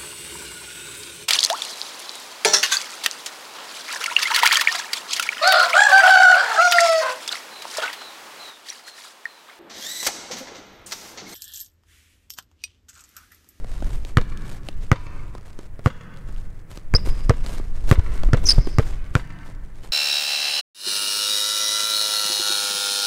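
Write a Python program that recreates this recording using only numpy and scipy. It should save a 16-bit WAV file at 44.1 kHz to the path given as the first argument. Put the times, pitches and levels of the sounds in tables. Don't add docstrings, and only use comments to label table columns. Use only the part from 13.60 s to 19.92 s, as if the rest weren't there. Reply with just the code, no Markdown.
import sys
import numpy as np
from scipy import signal
from scipy.fft import rfft, irfft
from scipy.io import wavfile
from scipy.ndimage import uniform_filter1d

SR = 44100
rng = np.random.default_rng(int(sys.argv[2]) if len(sys.argv) > 2 else 0)


def wav_record(signal):
    frames = np.transpose(np.atleast_2d(signal))
    bounded = np.clip(frames, -1, 1)
    quanta = np.round(bounded * 32767).astype(np.int16)
    wavfile.write(sys.argv[1], SR, quanta)


N = 278712

# start in seconds, thump in relative dB, shell slap in relative dB,
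# shell pitch ratio, crack of the cover in relative dB, boards in relative dB, board pitch ratio,
# clatter in relative dB, send to the hall in relative dB.
BOUNCES = [ (0.5711, -2.5, -4, 1.012, 1.5, -0.5, 1.118, 6.5, -0.5),
           (1.3163, -2, -0.5, 0.978, 0, -2.5, 1.195, 5, 2),
           (2.2604, -3.5, -5, 0.952, -5.5, -0.5, 1.167, 2, -0.5),
           (3.3393, -7, -11.5, 0.856, -2, 0.5, 1.048, 0, -3),
           (3.6954, -2.5, -3.5, 0.96, 1, 7.5, 1.044, 3, -3.5),
           (4.3134, 0.5, -3.5, 0.956, 0, 2.5, 1.16, 7, -0.5), (4.733, -2, -6, 1.1, 2.5, 2, 1.12, 3, -1),
           (5.185, -2.5, -5.5, 0.954, -1, 5.5, 0.975, 3, -2.5),
           (5.553, -5, -5.5, 1.102, 0.5, -4, 1.127, 2.5, -1)]
# time in seconds, effort as a relative rumble level in dB.
EFFORT = [(0, -27.5), (.25, -19), (.5, -26.5), (.65, -20), (.97, -31.5), (1.15, -25), (2.1, -31.5),
          (2.5, -39), (2.72, -23.5), (2.85, -27.5), (3.1, -39), (3.45, -16), (4.08, -21), (4.38, -14),
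          (5.14, -16.5), (5.38, -23.5), (5.8, -32.5), (6.32, -29)]


def undb(db):
    return 10 ** (np.asarray(db) / 20)


def clock(seconds):
    return np.arange(int(seconds * SR)) / SR


def unit(x):
    return x / np.sqrt(np.mean(x ** 2))


def curve(rows):
    return np.interp(np.arange(N) / SR, *np.transpose(rows))


def at_hz(points, hz):
    f, value = np.transpose(points)
    return np.interp(np.log(np.maximum(hz, 1)), np.log(f), value)


def noise(points, size):
    white = rfft(rng.standard_normal(size))
    gain = undb(at_hz(points, np.fft.rfftfreq(size, 1 / SR)))
    return unit(irfft(white * gain, size))


def walk(rate, size):
    return np.interp(np.arange(size) * rate / SR, np.arange(size), rng.standard_normal(size))


def butter(x, hz, kind, order=2):
    return signal.sosfilt(signal.butter(order, hz, kind, fs=SR, output="sos"), x)


def fade(t, t60):
    return (t >= 0) * np.exp(-np.log(1000) * np.abs(t) / t60)


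def swell(t, attack_s=0.000692):
    return 1 - np.exp(-np.maximum(t, 0) / attack_s)


def ring(modes, t, ratio=1):
    detune = 1 + 0.013 * rng.standard_normal(len(modes))
    total = 0
    for (hz, db, t60), drift in zip(modes, detune):
        total = total + undb(db) * fade(t, t60) * np.sin(2 * np.pi * hz * ratio * drift * t)
    return total


def add(track, s, sound):
    i = max(int(s * SR), 0)
    track[i:i + len(sound)] += sound[:N - i]


def ventilation():
    # frequency in Hz, relative level in dB per Hz.
    air_spectrum = [(30, -10), (110, 2.5), (200, -11), (500, -19.5), (1000, -27.5), (2000, -26.5),
                    (4000, -53.5), (9000, -44.5), (16000, -48.5)]
    return undb(-46.5 + walk(12, N)) * noise(air_spectrum, N)


def hall(x):
    # frequency in Hz, relative level in dB.
    tail_spectrum = [(50, -9), (130, -1.5), (300, -4), (800, -8), (1200, -1.5), (1800, -0.5), (2600, -1),
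                     (5000, -6), (9000, -9), (16000, -30)]
    # frequency in Hz, time to fall 60 dB in seconds.
    tail_t60 = [(100, 1.5), (500, 1.505), (1500, 1.414), (3000, 0.885), (5000, 0.728), (10000, 0.31)]
    # delay in seconds, level in dB.
    echoes = [(.040, -29), (.148, -32), (.205, -44), (.275, -39.5)]
    t = clock(1.5)
    wash = rfft(noise(tail_spectrum, len(t)))
    hz = np.fft.rfftfreq(len(t), 1 / SR)
    centres = np.transpose(tail_t60)[0]
    tail = 0
    for (_, t60), band in zip(tail_t60, np.eye(len(centres))):
        weight = at_hz(list(zip(centres, band)), hz)
        tail = tail + irfft(wash * weight, len(t)) * fade(t, t60)
    lift = np.interp(t, [.008, .03, .13, .24], [1.0, 0.561, 0.67, 1.697])
    response = undb(-57.0) * tail * lift
    for delay, db in echoes:
        scatter = butter(noise(tail_spectrum, len(t)), 5800, "lowpass") * fade(t - delay, 0.01604)
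        response = response + undb(db) * scatter / np.sqrt(np.sum(scatter ** 2))
    return signal.fftconvolve(x, response)[:N]


def rumble():
    # frequency in Hz, relative level in dB per Hz.
    rumble_spectrum = [(3, -2), (8, 0.5), (14, 6.5), (26, -3.5), (42, -7.5), (65, -18.5), (110, -23.5),
                       (220, -36.5), (500, -46), (1500, -79)]
    # jolt centre in seconds, jolt peak in dB, jolt length in seconds, heel thud in dB.
    jolts = [(3.349, -6.5, 0.0131, -23), (3.476, -8.5, 0.0132, -19.5), (3.675, -11, 0.0186, -35.5),
             (4.391, -4.5, 0.00558, -17.5), (4.672, -3.5, 0.01404, -22), (4.997, -4.5, 0.01014, -10)]
    # frequency in Hz, relative level in dB.
    heel_spectrum = [(30, -11.5), (90, 5), (180, -14.5), (400, -27.5), (1500, -50), (8000, -79.5)]
    offset_db, gusts_per_s, gust_db = -0.5, 10, 2.53
    heel_lead_s, heel_t60_s = .015, 0.1033

    low = noise(rumble_spectrum, N)
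    even = low / np.sqrt(uniform_filter1d(low ** 2, int(.15 * SR)))
    out = undb(curve(EFFORT) + offset_db + gust_db * walk(gusts_per_s, N)) * even
    t = clock(0.28)
    for s, db, length, heel_db in jolts:
        u = clock(6 * length) / length - 3
        jolt = (2 * u ** 2 - 1) * np.exp(-u ** 2)
        add(out, s - 3 * length, undb(db) * jolt)
        thud = noise(heel_spectrum, len(t)) * swell(t) * fade(t, heel_t60_s)
        add(out, s - heel_lead_s, undb(heel_db) * thud)
    return out


def rustle():
    # frequency in Hz, relative level in dB per Hz.
    cloth_spectrum = [(150, 14), (500, 13.5), (1500, 6.5), (3000, 2.5), (6000, -1), (9000, -0.5),
                      (10500, -5.5), (13500, -5), (16000, -35.5)]
    # middle in seconds, length in seconds, level in dB.
    swishes = [(0.148, 0.229, -51), (0.327, 0.294, -47), (0.481, 0.0654, -46), (0.885, 0.276, -48.5),
               (1.071, 0.119, -53.5), (1.232, 0.081, -55), (1.876, 0.077, -51.5), (2.045, 0.131, -57),
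               (2.269, 0.073, -44.5), (2.785, 0.022, -62.5), (3.138, 0.148, -51), (3.477, 0.078, -38.5),
               (3.603, 0.031, -48), (3.922, 0.232, -43), (4.316, 0.1013, -33.5), (4.558, 0.132, -50),
               (4.843, 0.0317, -37), (4.933, 0.191, -41.5), (5.26, 0.22, -47.5), (5.576, 0.111, -47),
               (5.866, 0.182, -57), (6.26, 0.094, -47.5)]
    easy_rustle_db, easy_effort_db, rustle_per_effort = -59, -31, 0.55
    folds_per_s, folds_db = 19, 2
    rest_lead_s, rest_s, rest_db = 0.0133, 0.151, -1
    grains_per_s, grain_db, catches_per_s, catch_db = 900, 4.5, 63, 3

    rest = np.zeros(N)
    for s, *_ in BOUNCES:
        add(rest, s - rest_lead_s - rest_s / 2, signal.windows.hann(int(rest_s * SR)))
    rub_db = easy_rustle_db + rustle_per_effort * (curve(EFFORT) - easy_effort_db)
    rub = undb(rub_db + folds_db * walk(folds_per_s, N) + rest_db * rest)

    swish = np.zeros(N)
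    for s, length, db in swishes:
        add(swish, s - length / 2, undb(db) * signal.windows.tukey(int(length * SR), .8))

    weave_db = grain_db * walk(grains_per_s, N) + catch_db * walk(catches_per_s, N)
    cloth = unit(undb(weave_db)) * noise(cloth_spectrum, N)
    return rub * butter(cloth, 10200, "lowpass") + swish * cloth


def taps():
    # start in seconds, dull pat in relative dB, sharp tick in relative dB.
    contacts = [(0.0452, -26.5, -37.5), (0.224, -21, -30.5), (.45, -33, -27), (0.6134, -24.5, -28),
                (0.774, -52, -28), (1.087, -24, -19), (1.751, -24, -36.5), (1.7809, -33.5, -34.5),
                (1.8107, -42.5, -41.5), (1.9305, -50.5, -39.5), (1.99, -29.5, -30), (2.1928, -26.5, -39.5),
                (2.6894, -29.5, -54.5), (3.1743, -31, -28), (3.472, -21, -35), (3.8631, -30.5, -19.5),
                (3.998, -23, -49), (4.3949, -20, -28), (4.6344, -17, -26.5), (4.687, -19.5, -47.5),
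                (4.771, -27, -25.5), (4.9842, -18.5, -30.5), (5.0724, -18.5, -31.5), (5.889, -33, -41),
                (6.2351, -43.5, -35.5)]
    # frequency in Hz, relative level in dB.
    pat_spectrum = [(80, 0), (300, 9), (700, -4), (1200, -7.5), (2500, -21), (8000, -44)]
    # frequency in Hz, relative level in dB.
    tick_spectrum = [(500, 8.5), (1500, 2.5), (3000, 9), (5000, 4), (9000, -3.5), (15000, -21.5)]
    ticks_per_s, faint_db, scatter_db, faint_t60_s = 11, -51, 10, .005

    out, t = np.zeros(N), clock(0.11)
    snap = fade(t, .006) + undb(-17) * fade(t, .035)
    for s, pat_db, tick_db in contacts:
        pat = noise(pat_spectrum, len(t)) * swell(t, 0.000281) * fade(t, 0.025)
        tick = noise(tick_spectrum, len(t)) * snap
        add(out, s, undb(pat_db - 2.5) * pat + undb(tick_db - 5.0) * tick)
    for place, strength in rng.random((int(ticks_per_s * N / SR), 2)):
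        db = faint_db + scatter_db * (2 * strength - 1)
        add(out, place * N / SR, undb(db) * noise(tick_spectrum, len(t)) * fade(t, faint_t60_s))
    return out


def ridge(hz, rough):
    waver = 1 + 0.1 * rough * walk(859.0, len(hz))
    phase = 2 * np.pi * np.cumsum(hz * waver) / SR
    buzz = undb(-19.5) * np.sin(2 * phase) + undb(-33.5) * np.sin(3 * phase)
    return np.sin(phase) + rough * buzz


def squeaks():
    # start in seconds, length in seconds, start pitch in Hz, middle pitch in Hz,
    # end pitch in Hz, level in relative dB, roughness from 0 to 1.
    slips = [(3.349, 0.00593, 5278, 4795, 4840, -10, 0.09), (3.352, 0.01866, 4823, 4993, 5534, -12.5, 0.12),
             (4.854, 0.0133, 6210, 5723, 5370, -20, 0.2), (4.8615, 0.026, 5800, 6046, 5874, -22, 0.54),
             (4.864, 0.02, 5342, 4950, 4750, -23, 0.42), (4.885, .017, 4907, 5255, 4723, -6, 0.41),
             (4.899, .020, 4642, 4672, 4950, -13.5, 0.8), (4.9043, 0.0022, 5140, 5194, 5000, -4.5, 0),
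             (4.9155, 0.011, 4710, 4847, 5024, -12.5, 0.4)]
    # frequency in Hz, relative level in dB.
    scrape_spectrum = [(600, -10), (1800, 5), (2800, 0), (4300, 3), (6500, -12), (9500, 9), (12000, -26.5),
                       (16000, -22)]
    hall_db, hall_share = -6.5, 0.46

    near, far = np.zeros(N), np.zeros(N)
    for s, length, start_hz, middle_hz, end_hz, db, rough in slips:
        u = clock(length) / length
        hz = np.interp(u, np.linspace(0, 1, 3), [start_hz, middle_hz, end_hz])
        neighbours = ridge(.9 * hz, rough) + ridge(1.1926 * hz, rough)
        tone = ridge(hz, rough) + rough * undb(-12.5) * neighbours
        scrape = rough * undb(-12.5) * noise(scrape_spectrum, len(u))
        grip = signal.windows.tukey(len(u), .5) * undb(2.96 * rough * walk(494, len(u)))
        squeal = grip * (tone + scrape)
        add(near, s, undb(db) * squeal)
        add(far, s, undb(hall_db + hall_share * db) * squeal)
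    return near, far


def bounces():
    # frequency in Hz, relative level in dB, time to fall 60 dB in seconds.
    shell_modes = [(853, -20, 0.0194), (1250.6, -6, 0.01965), (1507, -18, 0.0188), (2073, -9.5, 0.00763),
                   (2932, -22.5, 0.0139)]
    # frequency in Hz, level in dB, time to fall 60 dB in seconds.
    cavity_modes = [(996.84, -43.5, 0.54), (1149.5, -46, 0.16), (1650, -73, .2), (2174, -41, 0.129),
                    (2770, -52, 0.18), (3101.1, -46, .22)]
    # frequency in Hz, relative level in dB, time to fall 60 dB in seconds.
    board_modes = [(129.9, -17, 0.0394), (247.6, -21, 0.038), (455.4, -20, 0.0598), (507.37, -24, 0.0334),
                   (614.6, -21.5, 0.0242), (782, -36, 0.021)]
    # frequency in Hz, relative level in dB.
    crack_spectrum = [(200, -40), (700, -13.5), (1400, 10.5), (2200, 4.5), (3200, -22), (5000, -10),
                      (8500, -17), (11000, -29.5), (16000, -52.5)]
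    # frequency in Hz, relative level in dB.
    clatter_spectrum = [(100, 3.5), (300, 3.5), (520, 3.5), (800, -9), (1300, 1.5), (2100, -6), (3000, -15),
                        (8000, -30.5), (16000, -48)]
    # frequency in Hz, relative level in dB.
    spread_spectrum = [(40, 0), (100, -1), (260, -14.5), (650, -24), (1000, -20), (1600, -21.5),
                       (2300, -25.5), (3300, -29), (6500, -34), (16000, -55)]
    contact_s = .0098

    near, far, t = np.zeros(N), np.zeros(N), clock(.4)
    release = t - 1.0059 * contact_s
    for s, thump_db, slap_db, ratio, crack_db, boards_db, board_ratio, clatter_db, hall_db in BOUNCES:
        squash = -np.cos(2 * np.pi * t / contact_s) * (t < contact_s) * fade(t, 0.23)
        thump = butter(butter(squash, 20, "highpass", order=1), 577, "lowpass")
        shell = -ring(shell_modes, t - .0002, ratio) + ring(cavity_modes, t)
        landing = fade(t, 0.01143) + undb(-11.0) * fade(t, 0.0222)
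        peeling = undb(-32) * fade(release, 0.0028)
        crack = undb(-13) * noise(crack_spectrum, len(t)) * (landing + peeling)
        ball = undb(thump_db) * thump + undb(slap_db) * shell + undb(crack_db) * crack
        boards = -ring(board_modes, release, board_ratio)
        rattle = swell(release) * (fade(release, 0.0292) + undb(-18.0) * fade(release, 0.145))
        clatter = undb(-22.5) * noise(clatter_spectrum, len(t)) * rattle
        add(near, s, ball + undb(boards_db) * boards + undb(clatter_db) * clatter)
        add(far, s, undb(hall_db) * noise(spread_spectrum, len(t)) * swell(t) * fade(t, 0.0378))
    return near, far


def scene():
    ball, ball_far = bounces()
    soles, soles_far = squeaks()
    pats = taps()
    far = ball_far + butter(pats + soles_far, 6500, "lowpass", order=4)
    court = ball + soles + pats + hall(far)
    return (court + rumble() + rustle() + ventilation())[None]


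def record(dry):
    top_cut = signal.ellip(8, .2, 70, 15700, fs=SR, output="sos")
    return signal.sosfilt(top_cut, np.clip(dry, -1, 1))


dry = scene()
out = record(dry)
wav_record(out)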